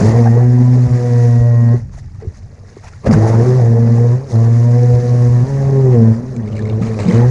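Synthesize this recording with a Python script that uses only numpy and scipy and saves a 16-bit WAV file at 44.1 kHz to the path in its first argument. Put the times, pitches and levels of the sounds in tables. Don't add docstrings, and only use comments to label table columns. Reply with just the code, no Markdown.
import sys
import numpy as np
from scipy import signal
from scipy.fft import rfft, irfft, next_fast_len
from scipy.io import wavfile
from scipy.ndimage import uniform_filter1d, minimum_filter1d, map_coordinates

SR = 44100
rng = np.random.default_rng(int(sys.argv[2]) if len(sys.argv) > 2 else 0)


def master_out(mix):
    frames = np.transpose(np.atleast_2d(mix))
    ceiling = np.clip(frames, -1, 1)
    pcm = np.round(ceiling * 32767).astype(np.int16)
    wavfile.write(sys.argv[1], SR, pcm)


N = 321930
TIME = np.arange(N) / SR


def amp(db):
    return 10 ** (np.asarray(db) / 20)


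def unit(x):
    return x / np.sqrt(np.mean(x ** 2) + 1e-20)


def colour(points, hz):
    f, db = np.transpose(points)
    return amp(np.interp(np.log(hz + 1), np.log(f), db))


def curves(rows):
    s, *cols = np.transpose(rows)
    return [np.interp(TIME, s, c) for c in cols]


def swells(rows, attack_s, t60):
    gains = 0
    for start, end, *db in rows:
        attack = np.clip((TIME - start) / attack_s, 0, 1)
        release = amp(-60 * np.maximum(TIME - end, 0) / t60)
        gains = np.maximum(gains, amp(db)[:, None] * attack * release)
    return gains


def wobble(rate):
    return map_coordinates(rng.standard_normal(int(N * rate / SR) + 4), [TIME * rate])


def filtered(x, response):
    size = next_fast_len(N + SR // 2)
    return irfft(rfft(x, size) * response(np.fft.rfftfreq(size, 1 / SR)), size)[:N]


def shaped(x, points):
    return unit(filtered(x, lambda hz: colour(points, hz)))


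def rush(patchy_db):
    z = signal.stft(rng.standard_normal(N), nperseg=512)[2]
    field = uniform_filter1d(rng.standard_normal(z.shape), size=7, axis=0)
    field = uniform_filter1d(field, size=6, axis=1)
    noise = signal.istft(z * amp(patchy_db * unit(field)), nperseg=512)[1]
    return unit(noise[:N])


def droplets(per_second, low_hz, high_hz, cycles, spread_db):
    when, pitch, size, life = rng.random((int(per_second * N / SR), 4)).T[:, :, None]
    age = np.arange(SR // 100) / SR
    hz = low_hz * (high_hz / low_hz) ** pitch
    strength = amp(-spread_db * np.log(size + 1 / 50))
    decay = np.exp(-age * hz / (cycles * (.5 + life)))
    grains = strength * np.sin(2 * np.pi * hz * age) * decay
    where = (when * N).astype(int) + np.arange(len(age))
    return unit(np.bincount(where.ravel(), grains.ravel(), N)[:N])


def add(track, s, sound):
    part = track[max(round(s * SR), 0):][:len(sound)]
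    part += sound[:len(part)]


# (frequency [Hz], level [dB])
UNDERSIDE_COLOUR = [(70, -29), (130, 3), (165, -6.5), (210, -7.5), (285, -17), (370, -11), (425, -7.5),
                    (480, -9), (600, -13), (850, -26.5), (1200, -27.5), (1600, -39), (3000, -62.5),
                    (8000, -120)]
# (centre [Hz], width [Hz])
HOLLOW_RING = (217.4, 41)


def churn(angle, load_db, beat, ring_db, surge, level_db):
    flow = rush(patchy_db=3.0) * (1 + beat * np.cos(angle))
    centre, width = HOLLOW_RING
    ring = unit(filtered(rng.standard_normal(N),
                         lambda f: (f * width / (centre ** 2 - f ** 2 + 1j * f * width)) ** 2))
    hollow = amp(ring_db + surge * np.maximum(load_db, 0))
    mix = (shaped(flow, UNDERSIDE_COLOUR) + hollow * ring) / np.sqrt(1 + hollow ** 2)
    return amp(load_db + level_db) * mix


# (time [s], level [dB])
WAKE_STRENGTH = [(0, -35.5), (.45, -48.5), (1.24, -42.5), (1.54, -50.5), (1.74, -50), (1.84, -61),
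                 (2.15, -61), (2.55, -60), (2.8, -55.5), (3.04, -55.5), (3.16, -41), (3.58, -43.5),
                 (3.68, -47.5), (4.13, -47), (4.24, -53), (4.44, -45.5), (5.3, -44.5), (6.1, -49),
                 (6.24, -55.5), (6.75, -55.5), (7.04, -44), (7.3, -44.5)]
# (start [s], end [s], wash level [dB], spray level [dB])
THROWN_SHEETS = [(1.91, 2, -52, -54), (2.195, 2.23, -50, -61), (2.33, 2.39, -54, -57),
                 (2.82, 2.88, -42, -50), (3.02, 3.05, -43, -56), (3.052, 3.07, -23, -33),
                 (3.108, 3.14, -26, -33), (3.258, 3.29, -45, -37), (4.27, 4.35, -62, -45),
                 (5.9, 5.95, -37, -54), (6.8, 6.89, -39, -48), (7.08, 7.17, -35, -44)]
# (frequency [Hz], level [dB])
WASH_COLOUR = [(300, -13.5), (600, -1), (1100, -1.5), (1450, -2.5), (1900, 2.5), (2300, -3.5), (2700, -8),
               (3300, -14.5), (4500, -23), (8000, -64.5), (12000, -100)]
# (frequency [Hz], level [dB])
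SPRAY_COLOUR = [(2400, -24.5), (3300, -12.5), (4000, -7), (5100, -2), (5700, -1), (6500, -0.5),
                (7300, -5.5), (8300, -14.5), (9000, -10.5), (10200, -15), (11300, -26), (15000, -46)]


def wake(angle, drive, beat, drop_share, slack_share, wash_db, spray_db):
    stream = amp(curves(WAKE_STRENGTH)[0])
    sheet_wash, sheet_spray = swells(THROWN_SHEETS, attack_s=0.024, t60=0.083)
    share = np.clip(drop_share + slack_share * (1 - drive), 0, 1)
    rush_gain, drop_gain = np.sqrt(1 - share), np.sqrt(share)
    bubbles = droplets(per_second=900, low_hz=614, high_hz=3590, cycles=3.6, spread_db=3.5)
    drops = droplets(per_second=800, low_hz=3500, high_hz=10000, cycles=4, spread_db=3)
    pulse = unit(1 + beat * np.cos(angle))
    wash = shaped(rush_gain * rush(patchy_db=1.5) * pulse + drop_gain * bubbles, WASH_COLOUR)
    spray = shaped(rush_gain * rush(patchy_db=1.5) * pulse + drop_gain * drops, SPRAY_COLOUR)
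    clumps = amp(4.4 * share * (wobble(60) + wobble(14)))
    wash_gain = np.hypot(amp(wash_db) * stream, sheet_wash)
    spray_gain = np.hypot(amp(spray_db) * stream, sheet_spray)
    return clumps * (wash_gain * wash + spray_gain * spray)


# (frequency [Hz], level [dB])
AIR_COLOUR = [(200, -66), (500, -22), (700, -3.5), (830, -0.5), (980, -10), (1300, -17.5), (1800, -15),
              (2400, -33.5), (8000, -100)]


def ventilation(angle, drive, bite, load_db, beat, gulp_db, bite_db, cruise_db):
    chopped = shaped(rush(patchy_db=4.0) * (1 + beat * np.cos(angle)), AIR_COLOUR)
    growl = unit(chopped * amp(gulp_db * wobble(45)))
    return np.hypot(amp(bite_db) * bite, amp(cruise_db + load_db) * drive ** .2) * growl


# (time [s], level [dB])
ROCKING_LEVEL = [(0, -20), (.25, -34), (1.7, -35), (1.85, -26), (2.3, -33), (2.75, -38.5), (3.04, -35),
                 (3.08, -12.5), (3.3, -30), (4.7, -39), (5.3, -28), (6.3, -33.5), (7.3, -26)]
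# (frequency [Hz], level [dB])
SWELL_COLOUR = [(10, -11.5), (30, 0), (60, -0.5), (95, 8.5), (140, -1.5), (200, -10), (400, -28.5),
                (3000, -120)]
# (time [s], level [dB], pitch [Hz], t60 [s])
RIPPLE_SLAPS = [(0.011, -1, 194, 0.075), (0.867, -8, 76.6, 0.14), (1.401, 1, 70.37, 0.057),
                (1.741, -9.5, 378, 0.055), (1.946, -14, 91, 0.059), (2.222, -25, 435, 0.15),
                (2.246, -23, 372, 0.1), (2.271, -3.5, 91, 0.073), (2.768, -19, 395, 0.029),
                (3.063, -7, 594.6, 0.036), (3.073, -7, 77, 0.15), (3.09, 0, 234, 0.13),
                (3.125, 2, 154, .18), (3.605, -23, 175, 0.11), (4.929, -7, 76.9, 0.13),
                (5.29, -10, 81.74, 0.11), (6.812, -1.5, 190.7, 0.085), (7.055, -3, 184.3, 0.13),
                (7.083, 0, 182.2, 0.14)]


def rocking():
    out = amp(curves(ROCKING_LEVEL)[0]) * shaped(rng.standard_normal(N), SWELL_COLOUR)
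    age = np.arange(SR // 4) / SR
    for s, db, hz, t60 in RIPPLE_SLAPS:
        soft = 1 - np.exp(-age * hz * 2)
        add(out, s, amp(db - 60 * age / t60) * soft * np.sin(2 * np.pi * hz * age))
    return out


# (time [s], depth [dB], time to fall [s])
HUM_DIPS = [(0.128, 5, 0.0067), (0.879, 25, 0.0076), (1.0, 8, 0.034), (3.278, 7, 0.011), (3.448, 9, 0.0087),
            (3.606, 1, 0.0085), (5.019, 10, 0.021), (5.46, 16, .014), (5.57, 5, 0.072)]
# (centre [Hz], width [Hz], level [dB])
RESONANCES = [(218.3, 28, -18.5), (401.3, 29.5, -27), (474.7, 14, -27)]
# (level away from any resonance [dB], gain per dB of load [dB])
LOW_ORDERS = [(-39, 0.24), (-34, 0.71), (-36, 0.55)]
# (time [s], half length [s], shaft order, gain [dB])
OVERTONE_RISES = [(.65, 0.2, 2, 7.5), (1.14, .165, 4, 8), (3.36, 0.21, 3, 6.5), (3.75, .08, 4, 3.5),
                  (4.95, 0.25, 4, 7), (5.84, .13, 3, 10), (6.09, 0.16, 2, 5.5), (6.02, 0.092, 4, 6.5),
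                  (6.39, 0.03, 2, 8), (6.78, .18, 4, 9)]


def drone(angle, speed, drive, load_db, hum_db, slack_db, flutter_db, sixth_db):
    dip_db = 0
    for s, depth, fall in HUM_DIPS:
        pace = np.where(TIME < s, fall, fall * 3.2)
        dip_db = dip_db + depth * np.exp(-((TIME - s) / pace) ** 2)
    waver_db = (.15 + slack_db * (1 - drive)) * wobble(30)
    hum = drive * amp(hum_db - dip_db + waver_db) * np.cos(angle)
    blades = drive ** 0.59
    for order, (base_db, per_load) in enumerate(LOW_ORDERS, 2):
        power = amp(base_db) ** 2
        for hz, width, db in RESONANCES:
            power = power + amp(db) ** 2 / (1 + ((order * speed - hz) / width) ** 2) ** 2
        rise_db = sum(db * np.exp(-((TIME - s) / half) ** 4)
                      for s, half, k, db in OVERTONE_RISES if round(k) == order)
        flutter = flutter_db * unit(wobble(9) + wobble(55))
        strength = blades * np.sqrt(power) * amp(rise_db + per_load * load_db + flutter)
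        hum += strength * np.cos(order * angle + (order - 1) * np.pi / 2)
    sixth = amp(sixth_db) * drive * strength * np.sin(6 * angle)
    return np.sqrt(2) * (hum + sixth)


WHINE_ORDER = 16
PANEL_HZ, PANEL_WIDTH_HZ = 1890, 50


def whine(angle, singing, flutter_db):
    return np.sqrt(2) * singing * amp(flutter_db * wobble(25)) * np.sin(WHINE_ORDER * angle)


# (frequency [Hz], level [dB])
DRIVE_COLOUR = [(450, -5.5), (590, 3), (730, -3.5), (850, -12), (960, -6), (1080, -9), (1180, -13),
                (1300, -24.5), (1550, -18), (1900, -13), (2150, -29), (3000, -40.5)]


def buzz(angle, speed, drive, bite, singing, rough, air_rough, flutter_db, level_db, bite_db, singing_db):
    airy = np.minimum(1, .06 + 1.5 * bite + .3 * (1 - drive))
    uneven = angle + (rough + air_rough * airy) * wobble(110)
    lines = np.zeros(N)
    for order in range(5, 25):
        flutter = amp(flutter_db * unit(wobble(6) + wobble(30)))
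        strength = colour(DRIVE_COLOUR, order * speed) * flutter
        lines += strength * np.cos(order * uneven + rng.uniform(0, 2 * np.pi))
    running = drive ** .85 * np.hypot(amp(level_db), amp(bite_db) * bite)
    return (running + amp(singing_db) * singing) * unit(lines)


# (time [s], level before the overall trim [dB], starting bubble pitch [Hz])
DECK_DROPS = [(.188, -21.5, 2100), (2.201, -37, 775), (2.212, -37, 1950), (2.934, -32, 1360),
              (3.044, -26.5, 1018), (3.065, -15, 1673), (3.112, -13, 4950), (3.139, -14, 1500),
              (6.364, -21.5, 7270), (6.476, -28, 2148), (6.53, -29, 2860), (6.566, -26, 2222),
              (6.592, -20, 1702), (6.622, -26, 3900), (6.654, -22, 2112), (6.69, -27, 5187),
              (6.698, -27, 2726), (6.822, -22, 1190), (6.944, -26.5, 2410), (6.99, -21.5, 2572),
              (7.085, -14, 4934), (7.11, -16, 1968)]
# (frequency [Hz], level [dB])
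DECK_COLOUR = [(300, -55), (1100, 7), (1500, -7), (2300, 6), (3200, -15), (4000, -2.5), (5200, -11.5),
               (8000, -10), (10500, -37), (14000, -43)]


def splashes(cycles, rise, splat_t60, level_db):
    out, age = np.zeros(N), np.arange(SR // 16) / SR
    wet = shaped(rng.standard_normal(N), SPRAY_COLOUR) / 2 + shaped(rng.standard_normal(N), DECK_COLOUR)
    for s, db, hz in DECK_DROPS:
        bubble = np.exp(-age * hz / cycles) * np.sin(2 * np.pi * hz * age * (1 + rise * age))
        splat = amp(-60 * age / splat_t60) * wet[round(s * SR):][:len(age)] / 2
        onset = 1 - np.exp(-age / 0.0012)
        add(out, s, amp(db + level_db) * onset * (bubble + splat))
    return out


# (start [s], end [s], level [dB])
SPRAY_SHOWERS = [(6.41, 6.55, -49), (6.55, 6.7, -45), (6.8, 6.88, -42), (6.98, 7.08, -40),
                 (7.08, 7.14, -36)]


def sputter(per_second, spread_db, burst_t60, bubble_share):
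    when, size = rng.random((int(per_second * N / SR), 2)).T
    hits = np.bincount((when * N).astype(int), amp(-spread_db * np.log(size + 1 / 20)), N)
    age = np.arange(SR // 20) / SR
    bursts = signal.fftconvolve(hits, amp(-60 * age / burst_t60))[:N]
    ticks = shaped(bursts * rush(patchy_db=0.5), DECK_COLOUR)
    bubbles = droplets(per_second=160, low_hz=1700, high_hz=5200, cycles=7, spread_db=4)
    landing, = swells(SPRAY_SHOWERS, attack_s=0.017, t60=0.46)
    return landing * (np.sqrt(1 - bubble_share) * ticks + np.sqrt(bubble_share) * bubbles)


# (time [s], speed [turns/s])
SHAFT_SPEED = [(0, 102), (.18, 119), (.3, 115), (.41, 122), (.74, 124.8), (.95, 122.4), (1.29, 119),
               (1.5, 118.6), (1.71, 117), (1.76, 121), (1.86, 110), (3.17, 107.6), (3.41, 116),
               (3.446, 124.5), (3.586, 128.7), (3.628, 116), (3.76, 115.6), (3.95, 117), (4.12, 120.5),
               (4.26, 140), (4.34, 113), (4.82, 122), (5.416, 121.4), (5.49, 138.5), (5.8, 134.5),
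               (5.926, 124.4), (6, 113), (6.14, 111.5), (6.3, 133), (6.46, 104.3), (6.9, 112.3),
               (7.05, 102), (7.13, 113), (7.3, 127)]
# (time [s], level over cruising [dB])
WATER_LOAD = [(0, 15), (.3, -1.5), (1, -2), (1.35, -10), (1.66, -9.5), (1.76, -5.5), (1.84, -19),
              (2.16, -28), (2.25, -8), (2.36, -22), (3.02, -18), (3.07, 17), (3.22, 11.5), (3.7, 4.5),
              (4.15, -0.5), (4.26, -5), (4.35, 5), (4.52, -4), (5.4, -0.5), (5.95, 4.5), (6.3, -2),
              (6.95, 3.5), (7.11, 10.5), (7.3, 2)]
# (opens [s], closes [s], drive level [dB], whine level [dB])
THROTTLE_HOLDS = [(.01, 1.752, 0, -42), (3.14, 4.155, -.5, -51), (4.16, 4.31, -19, -70),
                  (4.32, 6.12, 0, -52), (6.11, 6.56, -16, -70), (6.56, 7.12, -11, -70), (7.12, 7.3, 0, -60)]
# (start [s], end [s], level [dB])
PROPELLER_BITES = [(0, .26, -4), (3.06, 3.3, 0), (7.07, 7.14, -4)]


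def scene():
    speed, = curves(SHAFT_SPEED)
    load_db, = curves(WATER_LOAD)
    drive, whining = swells(THROTTLE_HOLDS, attack_s=.035, t60=.15)
    singing = whining / np.sqrt(1 + ((WHINE_ORDER * speed - PANEL_HZ) / PANEL_WIDTH_HZ) ** 4)
    bite, = swells(PROPELLER_BITES, attack_s=.04, t60=1.7)
    angle = 2 * np.pi * np.cumsum(speed * (1 + .0015 * wobble(45))) / SR
    water = churn(angle, load_db, beat=.45, ring_db=-7, surge=0.14, level_db=-27.5)
    water += wake(angle, drive, beat=.06, drop_share=0.15, slack_share=0.12, wash_db=3.5, spray_db=-.5)
    water += ventilation(angle, drive, bite, load_db, beat=0.16, gulp_db=3, bite_db=-27.5, cruise_db=-43.5)
    water += rocking()
    motor = drone(angle, speed, drive, load_db, hum_db=-8.0, slack_db=4.0, flutter_db=3.5, sixth_db=-17)
    motor += whine(angle, singing, flutter_db=0.5)
    motor += buzz(angle, speed, drive, bite, singing, rough=0.018, air_rough=0.096, flutter_db=4.0,
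                  level_db=-34.5, bite_db=-28.5, singing_db=-8.5)
    drops = splashes(cycles=6.4, rise=3.2, splat_t60=.012, level_db=-1.5)
    drops += sputter(per_second=220, spread_db=5.5, burst_t60=.02, bubble_share=.2)
    return (motor + water + drops)[None]


TOP_HZ = 15500


def record(dry):
    needed = np.minimum(1, 1.1 / (np.abs(dry[0]) + 1e-9))
    gain = uniform_filter1d(minimum_filter1d(needed, size=700), size=600)
    return filtered(dry[0] * gain, lambda hz: hz < TOP_HZ)[None]


dry = scene()
out = record(dry)
master_out(out)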